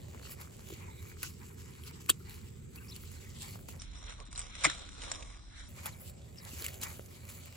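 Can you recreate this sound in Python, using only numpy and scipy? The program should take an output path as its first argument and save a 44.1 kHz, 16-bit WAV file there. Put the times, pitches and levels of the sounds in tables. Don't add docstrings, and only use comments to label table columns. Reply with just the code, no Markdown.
import sys
import numpy as np
from scipy import signal
from scipy.fft import rfft, irfft, next_fast_len
from scipy.io import wavfile
from scipy.ndimage import uniform_filter1d, minimum_filter1d

SR = 44100
rng = np.random.default_rng(int(sys.argv[2]) if len(sys.argv) > 2 else 0)


def boost_factor(decibels):
    exponent = np.asarray(decibels, float) / 20
    return 10 ** exponent


def to_wav(sig):
    pcm = np.clip(np.atleast_2d(sig), -1, 1) * 32767
    pcm = np.round(pcm).astype(np.int16)
    wavfile.write(sys.argv[1], SR, pcm.T)


N = 333611
FFT_SIZE = next_fast_len(N)
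BIN_HZ = np.fft.rfftfreq(FFT_SIZE, 1 / SR)
TOP_HZ = 19500

# start, end in seconds.
SLOW_S = (3.788, 5.687)


def action_time(s):
    return s - (np.clip(s, *SLOW_S) - SLOW_S[0]) / 2


def speed_up(s):
    return 2 if SLOW_S[0] < s < SLOW_S[1] else 1


def curves(table):
    s, *columns = np.transpose(table)
    return [np.interp(np.arange(N) / SR, action_time(s), c) for c in columns]


def over_hz(table):
    hz, value = np.transpose(table)
    return np.interp(np.log(BIN_HZ + 1), np.log(hz + 1), value)


def shape(x, gain):
    return irfft(rfft(x, FFT_SIZE) * gain, FFT_SIZE)[..., :N]


def band(lo_hz, hi_hz, soft_hz):
    return (np.tanh((BIN_HZ - lo_hz) / soft_hz) - np.tanh((BIN_HZ - hi_hz) / soft_hz)) / 2


def unit(x):
    return x / np.sqrt(np.mean(x ** 2))


def smooth_twice(x, width):
    return uniform_filter1d(uniform_filter1d(x, width), width)


def walk(rate_hz):
    hold = int(SR / rate_hz)
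    levels = np.repeat(rng.standard_normal(N // hold + 1), hold)
    return unit(smooth_twice(levels, hold)[:N])


# Hz, radians the left port leads.
PORTS_LEAD = [(0, 0), (450, .8), (750, 3), (1200, 1.5), (3270, 1.5), (4200, 0), (6500, .7), (7400, -.4),
              (8100, -2.6), (10400, -6.2), (20000, -21.8)]


def port_turn():
    return np.exp(.5j * np.interp(BIN_HZ, *np.transpose(PORTS_LEAD)))


def ports(x, pan_db):
    turn = port_turn()
    pan_db = pan_db - 0.64 * np.log2(np.clip(BIN_HZ, 2500, 10000) / 2500)
    return shape(x, np.array([turn * boost_factor(pan_db / 2), boost_factor(-pan_db / 2) / turn]))


# peak in seconds, level in dB, swell and fade in
# seconds per 10 dB, brightness in dB.
STROKES = [(0.0, -63, 0.125, 0.89, -1), (.332, -49.5, 0.093, 0.021, 0),
           (.41, -51.5, 0.032, 0.044, -3.5), (.604, -59, 0.098, 0.027, 0),
           (.688, -53.5, 0.049, 0.13, 2.5), (.95, -67, 0.46, 0.26, -8),
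           (1.096, -57.5, 0.15, 0.044, -1), (1.248, -49, 0.041, 0.056, -0.5),
           (1.456, -57.5, 0.082, 0.11, -0.5), (1.588, -60, 0.027, 0.7, -3.5),
           (1.872, -53, 0.04, 0.05, 1), (2.008, -56, 0.0062, 0.048, 2),
           (2.116, -59, 0.053, 0.057, 1), (2.318, -54.5, 0.067, 0.1, -2),
           (2.478, -65, 0.088, 0.15, 0), (2.759, -60, 0.0226, 0.11, -4),
           (2.888, -58, 0.05, 1, -0.5), (3.052, -65, 0.2, 0.12, 1),
           (3.416, -52.5, 0.023, 0.14, 1.5), (3.554, -57, 0.44, 0.027, 0.5),
           (3.688, -52.5, 0.006, 0.062, 0), (3.801, -59.5, 0.011, 0.061, 2.5),
           (3.954, -57, 0.031, 0.31, -0.5), (4.112, -49, 0.083, 0.033, -0.5),
                   (4.208, -66, 0.025, 0.023, -12.5), (4.388, -47.5, 0.032, 0.07, 2.5),
                   (4.616, -46, 0.027, 0.13, 0), (4.718, -47, 0.22, 0.11, 0.5),
                   (5.029, -49, 0.084, 0.14, 0.5), (5.13, -48.5, 0.14, 0.11, -2.5),
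                   (5.272, -54, .03, 0.12, -2.5), (5.614, -57, 0.096, 0.21, 1),
                   (5.804, -58, 0.12, 0.38, -2.5), (5.875, -47, 0.044, 0.027, -4),
                   (6.104, -56, 0.11, 0.0095, 7), (6.373, -99, 0.036, 0.18, -9),
                   (6.543, -54, 0.15, 0.146, -0.5), (6.61, -49.5, 0.0876, 0.2, 0.5),
                   (6.831, -46.5, 0.015, 0.0866, -4.5), (6.9, -52.5, 0.036, 0.098, 4),
                   (6.47, -53.5, 0.021, .1, -2), (7.1, -60.5, 0.085, 0.44, -1),
                   (7.312, -55, 0.072, 0.28, 0.5), (7.56, -61, 0.24, .1, -2)]
# body, hiss and air of the rub in dB.
REST_DB = (-79.5, -88, -94)
BODY_DB, AIR_DB = -5, 0
BODY_PER_BRIGHT, AIR_PER_BRIGHT = -1.2, 0.72


def strokes():
    t = np.arange(N) / SR
    power = boost_factor(2 * np.array(REST_DB))[:, None] + np.zeros(N)
    for s, db, swell_s, fade_s, bright_db in STROKES:
        late_s = (t - action_time(s)) * speed_up(s)
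        shape_db = -10 * np.where(late_s < 0, -late_s / max(swell_s, 1e-3), late_s / max(fade_s, 1e-3))
        body_db = BODY_DB + BODY_PER_BRIGHT * bright_db
        air_db = AIR_DB + AIR_PER_BRIGHT * bright_db
        ranges_db = db + np.array([body_db, 0, air_db])
        power = power + boost_factor(2 * ranges_db)[:, None] * boost_factor(2 * np.maximum(shape_db, -100))
    return 10 * np.log10(power)


def crackle(per_s, spread_db, tail_s):
    sizes = boost_factor(spread_db * np.minimum(rng.exponential(size=N), 2.6))
    clicks = (rng.random(N) < per_s / SR) * sizes
    tail = np.exp(-np.arange(400) / (tail_s * SR))
    return unit(signal.fftconvolve(clicks, tail)[:N] * rng.standard_normal(N))


# Hz, density in dB per Hz.
RUB_COLOUR = [(350, -5.5), (700, -7), (1000, -5), (1200, -8), (1700, -10), (2300, -4.5), (2900, -4),
              (3600, -8.5), (4400, -6), (5500, -10), (7700, -3.5), (9000, -9), (11500, -1), (15000, -5),
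              (19000, -8), (19900, -16)]


def rubbing():
    edges_hz = [(750, 2500), (2500, 9000), (9000, 20000)]
    shared = crackle(900., spread_db=4.0, tail_s=.0008)
    out = 0
    for (lo_hz, hi_hz), db in zip(edges_hz, strokes()):
        local = crackle(600., spread_db=4.0, tail_s=.0015)
        close = ports(shared + .7 * local, pan_db=1.2)
        hiss = boost_factor(4.4 * walk(40)) * rng.standard_normal((2, N))
        mix = shape(0.5 * close + .5 * hiss, boost_factor(over_hz(RUB_COLOUR)))
        steps_hz = np.geomspace(lo_hz, hi_hz, num=7)
        patches = 0
        for a, b in zip(steps_hz, steps_hz[1:]):
            patches = patches + shape(mix, band(a, b, a / 20)) * boost_factor(2.0 * walk(14))
        out = out + unit(patches) * boost_factor(db)
    return out


def bursts(events):
    crack, ring = np.zeros(N), np.zeros(N)
    t = np.arange(-400, 3000) / SR
    for s, db, hz, ring_db, t60_s, rise_s in events:
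        k = speed_up(s)
        rise_s, t60_s = max(rise_s, 1e-4) / k, max(t60_s, 2e-3) / k
        fall = np.exp(-np.log(1000) * np.maximum(t, 0) / t60_s)
        envelope = np.where(t < 0, np.exp(t / rise_s), fall)
        at = max(int(action_time(s) * SR) - 400, 0)
        noise = rng.standard_normal((2, len(t)))
        waver = np.cumsum(uniform_filter1d(noise[1], size=24)) * 0.21 * min(hz * k / 1500, 1)
        size = boost_factor(db) / (1 + boost_factor(ring_db))
        crack[at:at + len(t)] += size * noise[0] * envelope * (0.56 + .5 * envelope ** 4)
        ring[at:at + len(t)] += size * boost_factor(ring_db) * envelope * np.sin(2 * np.pi * hz * k * t + waver)
    crack = shape(crack, boost_factor(over_hz(RUB_COLOUR) + 7.5) * band(900, TOP_HZ, 150.))
    tail = rng.standard_normal((2, 2500)) * np.exp(-np.arange(2500) / (.006 * SR))
    scatter = np.array([signal.fftconvolve(crack + ring, side)[:N] for side in tail])
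    return ports(crack + ring, pan_db=1.0) + boost_factor(-33) * scatter


# start in seconds, peak in dB, ring in Hz, ring over crack in dB, t60 in seconds.
CUTS = [(2.0834, -39, 8160, 9, .021), (2.09, -28, 2430, 6, 0.028), (2.0948, -19, 1280, 6, 0.028),
        (2.095, -18.5, 4380, -4.5, 0.038), (2.0974, -24.5, 2850, 20, 0.04), (2.0999, -4.5, 8140, 10, 0.011),
        (2.1015, -19, 3535, 11, 0.027), (2.104, -27.5, 370, 40, 0.012), (2.114, -37, 2750, 6, 0.018),
        (2.109, -36, 3600, -2, 0.03), (4.644, -25.5, 1507, 10.5, 0.074), (4.649, -21, 1238, 16.5, 0.046),
        (4.6387, -29, 7300, -12, 0.072), (4.6453, -17.5, 2400, 1.5, 0.0667),
        (4.652, -21, 3470, -10.5, 0.036), (4.659, -33, 160, 41, 0.049), (4.672, -29.5, 340, 41, 0.066),
        (4.6507, -14.5, 7730, 18, 0.0096), (4.6532, -13, 2095, 22, 0.024), (4.6493, -16, 1500, -10, .008),
        (4.6682, -26, 3000, -8, .015), (4.658, -27, 1813, -21, 0.038), (4.6655, -20.5, 2003, 7, 0.02),
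        (4.654, -24.5, 623, 26, 0.035), (4.6995, -28, 1910, 1.5, 0.034), (6.6648, -21, 7680, 7, 0.0076),
        (6.6643, -26.5, 2920, 7, 0.0093)]


def cuts():
    return bursts([(*row, 0.042 * row[-1]) for row in CUTS])


# start in seconds, peak in dB, ring in Hz, ring over crack in dB.
SNAPS = [(0.083, -51, 4000, -14), (1.026, -45, 7000, -16.5), (0.412, -38, 2100, -14), (.417, -39, 4800, -6),
         (.709, -44, 4500, -10), (6.358, -46, 2800, 0), (6.507, -44, 6000, -10), (6.585, -40, 6500, -8),
         (6.648, -36, 2600, -5), (6.853, -40, 2200, -8), (.567, -46, 7400, -8.5), (1.8358, -38, 3030, -1),
         (2.0074, -50, 8050, -7), (2.0607, -42, 2620, -14), (2.295, -38, 3900, -3), (2.758, -39.5, 4700, 0),
         (2.962, -33, 4500, -1.5), (3.42, -32, 7010, 4), (3.116, -41, 7050, -5), (3.246, -45, 2300, -4),
         (3.527, -46, 6000, -10), (3.547, -45, 6960, -10), (3.4283, -35, 4330, -7), (3.7233, -43, 4460, -6),
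         (6.4501, -37.5, 6700, -8), (6.5665, -41, 2450, 1), (6.597, -37, 2340, 2), (6.8233, -34, 4000, 2),
         (6.83, -32, 2920, 3), (6.6216, -27.5, 4100, -3), (6.7417, -40, 7000, -13), (7.059, -42, 6390, -3),
         (7.2514, -43, 7360, -18.5), (7.457, -41, 4550, -8)]
MORE_SNAPS = [(3.798, -38.5, 5600, 19), (3.8182, -35.5, 5300, -7), (3.964, -52, 3970, -22),
              (4.201, -44.5, 1157, -20), (4.3278, -35, 8200, -3), (4.318, -46, 2300, 0), (4.264, -47, 5500, -8),
              (4.273, -47, 3800, 0), (4.403, -33, 7700, 3), (4.415, -36, 8000, -3), (4.2537, -48, 7800, 8),
              (4.283, -48, 7500, 0), (4.313, -43, 7900, 4), (4.351, -39.5, 2960, -5), (4.4548, -50, 7170, -2),
              (4.358, -31, 4050, 7), (4.377, -28, 7860, 10), (4.392, -24.5, 8000, 13), (4.5524, -36, 2080, -17),
              (4.8896, -38.5, 3583, -6), (4.99, -54, 3360, -2), (5.018, -33.5, 3000, 0), (5.1155, -20, 7600, 3),
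              (5.1551, -36, 5480, 4), (5.202, -48, 1687, -28.5), (5.224, -37.5, 2200, 4)]
TEARS = [(1.2296, -27, 6620, -13, 0.035), (1.2358, -38, 1470, 10, 0.067), (3.685, -41, 7300, -9, 0.045),
         (4.6975, -26.5, 3590, 3, 0.042), (5.857, -29, 3330, -7, 0.026), (5.8636, -33, 2550, -27, 0.038),
         (6.641, -32.5, 2230, -12.5, 0.11), (6.682, -34, 2200, -7, 0.055), (6.813, -35.5, 7460, -11, 0.075),
         (6.8332, -31.5, 7300, -17.5, 0.071), (7.2887, -44, 7900, -11.5, 0.24)]
SNAP_T60_S, MORE_SNAP_T60_S = 0.013, 0.0226


def snaps_tears():
    events = [(*row, SNAP_T60_S) for row in SNAPS] + [(*row, MORE_SNAP_T60_S) for row in MORE_SNAPS] + TEARS
    return bursts([(s + .001, *row, .0002) for s, *row in events])


# start in seconds, peak in dB, ring in Hz.
TAPS = [(0.084, -48, 760), (0.136, -47, 1300), (0.146, -42, 821), (0.175, -50, 2030), (0.196, -49, 1300),
        (.231, -51, 1500), (0.215, -46.5, 751), (0.252, -48, 1036), (0.269, -47, 1490), (0.294, -48, 1200),
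        (0.333, -51, 1290), (0.448, -51, 1210), (0.473, -49, 1140), (0.498, -58, 1340), (0.593, -47, 930),
        (0.702, -40, 730), (1.054, -50, 1255), (1.116, -46.5, 1640), (1.169, -53, 1130),
        (1.231, -34.5, 1300), (3.035, -52, 1530), (3.556, -39, 800), (3.59, -51, 1510), (3.687, -40, 822),
        (4.299, -65.5, 1230), (5.859, -31, 814), (6.833, -46, 1770), (6.994, -34, 680)]


def taps():
    return bursts([(s + .001, db + 7, hz, 15, .007, .0001) for s, db, hz in TAPS])


# start in seconds, peak in dB, ring in Hz.
KNOCKS = [
    (0.15, -53, 470),
    (0.706, -48, 384),
    (0.725, -42, 364),
    (4.288, -52, 284),
    (6.534, -46.5, 248),
    (6.619, -51, 403),
]


def knocks():
    return bursts([(s, db + 5, hz, 30, .04, .001) for s, db, hz in KNOCKS])


# start in seconds, length in seconds, start Hz, end Hz, level in dB.
SCRAPES = [(.71, .07, 2100, 2200, -65), (.81, 0.05, 2700, 2700, -64), (0.808, .07, 2350, 2150, -67),
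           (.9, 0.18, 2150, 2350, -66), (0.837, 0.087, 995, 890, -61), (.9, 0.13, 3760, 3840, -68),
           (1.06, .06, 3600, 3700, -70), (2.752, .03, 2310, 2200, -67), (2.836, 0.059, 2500, 2300, -65),
           (3.147, 0.077, 4300, 4000, -68), (3.19, 0.11, 2400, 2190, -63), (3.207, 0.21, 1950, 2000, -68),
           (3.401, 0.18, 4350, 4500, -64), (3.44, .12, 2310, 2200, -64), (6.53, 0.092, 2450, 2350, -59),
           (5.92, .07, 2300, 2200, -64), (.3, .03, 2500, 2500, -62), (.22, .08, 4400, 4300, -61.5),
           (2.267, 0.105, 4200, 4000, -69), (6.6, .06, 3000, 2800, -58), (6.582, 0.033, 6500, 6000, -57),
           (6.623, 0.08, 2300, 2400, -55), (6.189, .12, 3600, 3500, -73)]
SCRAPE_WIDTH = .1


def scrapes():
    out, grain = np.zeros(N), boost_factor(3.0 * walk(90))
    for s, length_s, start_hz, end_hz, db in SCRAPES:
        u = np.linspace(0, 1, int(length_s * SR))
        wide = int(SR / (2 * SCRAPE_WIDTH * start_hz))
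        noise = rng.standard_normal((2, 10000))
        shake = smooth_twice(noise, wide)[:, :len(u)]
        turn = 2 * np.pi * np.cumsum(start_hz + (end_hz - start_hz) * u) / SR
        turn = turn * speed_up(s)
        tone = unit(shake[0] * np.sin(turn) + shake[1] * np.cos(turn))
        at = int(action_time(s) * SR)
        out[at:at + len(u)] += boost_factor(db) * np.sin(np.pi * u) ** .5 * tone
    return ports(out * grain, pan_db=-1.0)


# start in seconds, length in seconds, top Hz, end minus start in Hz, level in dB.
CHIPS = [
    (2.773, 0.025, 2780, -30, -51.5),
    (2.8, 0.035, 1600, -100, -57),
    (2.814, 0.023, 2780, 0, -59),
    (6.364, 0.0163, 5750, 60, -56),
    (6.375, 0.027, 5270, 873, -47.5),
    (6.394, .016, 5000, -400, -54),
    (5.92, 0.024, 4130, -600, -56),
    (6.409, 0.016, 4012, 129, -56),
    (6.51, 0.0194, 2770, -100, -52),
]
CALLS_DEEP = [
    (2.877, 0.035, 5500, 900, -48),
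    (2.909, 0.031, 4100, 100, -47.5),
    (2.89, 0.023, 5300, 0, -52),
    (2.915, .02, 4300, 0, -54),
    (2.2, .02, 1400, 198, -58),
]
ARCH, DEEP_ARCH = 0.0654, 0.19


def birds():
    out = np.zeros(N)
    calls = [(*row, ARCH) for row in CHIPS] + [(*row, DEEP_ARCH) for row in CALLS_DEEP]
    for s, length_s, top_hz, sweep_hz, db, arch in calls:
        middle_hz = top_hz * (1 - arch)
        start_hz, end_hz = middle_hz - sweep_hz / 2, middle_hz + sweep_hz / 2
        u = np.linspace(0, 1, int(length_s * SR))
        hz = np.interp(u, [0, .3, .55, 1], [start_hz, .97 * top_hz, top_hz, end_hz])
        hz = hz * (1 + .33 * uniform_filter1d(rng.standard_normal(len(u)), size=60))
        flutter_db = 11.1 * uniform_filter1d(rng.standard_normal(len(u)), size=150) * 3.4
        envelope = boost_factor(db - 2.0 + flutter_db) * np.sin(np.pi * u)
        at = int(action_time(s) * SR)
        out[at:at + len(u)] += envelope * np.sin(2 * np.pi * np.cumsum(hz) / SR)
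    return ports(out, pan_db=4.0)


# Hz, density in dB per Hz.
RUMBLE_COLOUR = [(15, -47), (30, -32), (42, -5), (54, -16), (70, 0), (91, -1), (172, -9), (199, -13),
                 (230, -12), (307, -22), (376, -17), (461, -23), (616, -38), (800, -44), (1040, -67),
                 (1760, -120)]
# Hz, left-right likeness from 0 to 1.
RUMBLE_ALIKE = [(30, 0.84), (130, 0.96), (250, 0.95), (450, 0.4), (900, 0.2)]
# time in seconds, level in dB, dulling in dB.
ENGINES = [(0.0, -48.5, 0), (.44, -50.5, -1), (.86, -48.5, -0.5), (3.35, -49, 0.5), (3.75, -48, 1.5),
           (5.12, -49, 1.5), (5.43, -51, 4), (5.83, -48.5, 4.5), (6.4, -51, 0.5), (6.78, -50, -2),
           (7.56, -52.5, 2)]
# time in seconds, level in dB.
BREEZE = [(0.2, -65.5), (.86, -71), (1.3, -80), (2.65, -80), (3.35, -72.5), (3.75, -65), (4.19, -69.5),
          (5.12, -62), (5.43, -70), (5.83, -64), (6.4, -67.5), (6.78, -59.5), (7.12, -68.5), (7.56, -66.5)]


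def rumble():
    alike = np.clip(over_hz(RUMBLE_ALIKE), 0, .99)
    colour = boost_factor(over_hz(RUMBLE_COLOUR))
    mid = unit(shape(rng.standard_normal(N), colour * np.sqrt(1 + alike)))
    side = unit(shape(rng.standard_normal(N), colour * np.sqrt(1 - alike)))
    firing_db = -5.5 + 1.5 * walk(5.)
    firing_hz = 85 + 2.5 * walk(8.)
    mid = mid + boost_factor(firing_db) * np.sin(2 * np.pi * np.cumsum(firing_hz) / SR)
    side = boost_factor(-8.5) * side
    both = np.array([(mid + side) * boost_factor(0.5), (mid - side) * boost_factor(2.5)])
    turn = port_turn()
    both = shape(both, np.array([turn, 1 / turn]))
    (engine_db, dull_db), (breeze_db,) = curves(ENGINES), curves(BREEZE)
    low = unit(shape(both, band(5, 300, 30.))) * boost_factor(engine_db)
    middle = unit(shape(both, band(300, 520, 30.))) * boost_factor(engine_db - 12.5 - dull_db)
    breeze = unit(shape(both, band(520, 900, 30.))) * boost_factor(breeze_db)
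    return low + middle + breeze


# Hz, density in dB per Hz.
AIR_COLOUR = [(410, -41), (700, -8), (1200, -4.5), (2300, -7), (5790, -14), (7900, 1.5), (9230, -10),
              (9980, -27), (15500, -27.5)]


def air():
    rows = [row for row in AIR_COLOUR if 650 < row[0] < 16000]
    colour = boost_factor(over_hz(rows)) * band(500, TOP_HZ, 100.)
    return boost_factor(-66) * unit(shape(rng.standard_normal((2, N)), colour))


def scene():
    breaks = cuts() + snaps_tears() + taps() + knocks()
    return rubbing() + breaks + scrapes() + birds() + rumble() + air()


def frame_drops(frame, chance):
    gate = np.repeat(1. * (rng.random(N // frame + 1) < chance), frame)[:N]
    return uniform_filter1d(gate, size=400)


def low_pass(x):
    return signal.sosfilt(signal.butter(12, 16990, fs=SR, output="sos"), x)


# centre in Hz, least width in Hz, most width in Hz.
SEAMS = [
    (9050, 460, 1250),
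    (13200, 640, 1450),
    (17500, 560, 900),
]
STARVED_S = [
    (4.234, 4.25),
    (4.276, 4.311),
]
HOLE_CHANCE, HOLE_WIDTH = .045, .045


def record(dry):
    treble = shape(dry.mean(axis=0), band(5000, TOP_HZ, 300.)) ** 2
    attack = uniform_filter1d(treble, size=100) > boost_factor(2 * 6.5) * uniform_filter1d(treble, size=2000)
    shut = uniform_filter1d(minimum_filter1d(1. - attack, size=1100), size=300)
    kept = shape(dry, band(-100, TOP_HZ, 40.))

    frame_s = np.arange(N // 1024 + 1) * 1024 / SR
    slowed = (frame_s > SLOW_S[0]) & (frame_s < action_time(SLOW_S[1]))
    rim_chance = np.where(slowed, .45, .9)
    for hz, least_hz, most_hz in SEAMS:
        core = band(hz - least_hz / 2, hz + least_hz / 2, 33.0)
        kept = kept - shut * shape(dry, core)
        for rim in (band(hz - most_hz / 2, hz, 30.), band(hz, hz + most_hz / 2, 30.)):
            kept = kept - shut * frame_drops(1024, rim_chance) * shape(dry, rim * (1 - core))

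    for hz in np.geomspace(1500, 7500, num=12):
        hole = shape(dry, band(hz, hz * (1 + HOLE_WIDTH), 15.))
        kept = kept - shut * frame_drops(2048, HOLE_CHANCE) * hole

    lost_share = .65 * band(9000, SR, 600.) + .3 * band(17500, SR, 600.)
    for span_s in STARVED_S:
        a, b = (int(action_time(s) * SR) for s in span_s)
        fade = np.sin(np.linspace(0, np.pi, b - a)) ** .2
        kept[:, a:b] -= fade * shape(kept, lost_share)[:, a:b]

    start, end = (int(s * SR) for s in SLOW_S)
    resume = start + (end - start) // 2
    stretched = 2 * irfft(rfft(kept, FFT_SIZE), 2 * FFT_SIZE)
    slow = stretched[:, 2 * start:2 * start + end - start]
    played = np.concatenate([kept[:, :start], slow, kept[:, resume:resume + N - end]], axis=1)
    played = shape(played, 1 - (1 - boost_factor(-42)) * band(15900, SR, 40.))
    return low_pass(played)


dry = scene()
out = record(dry)
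to_wav(out)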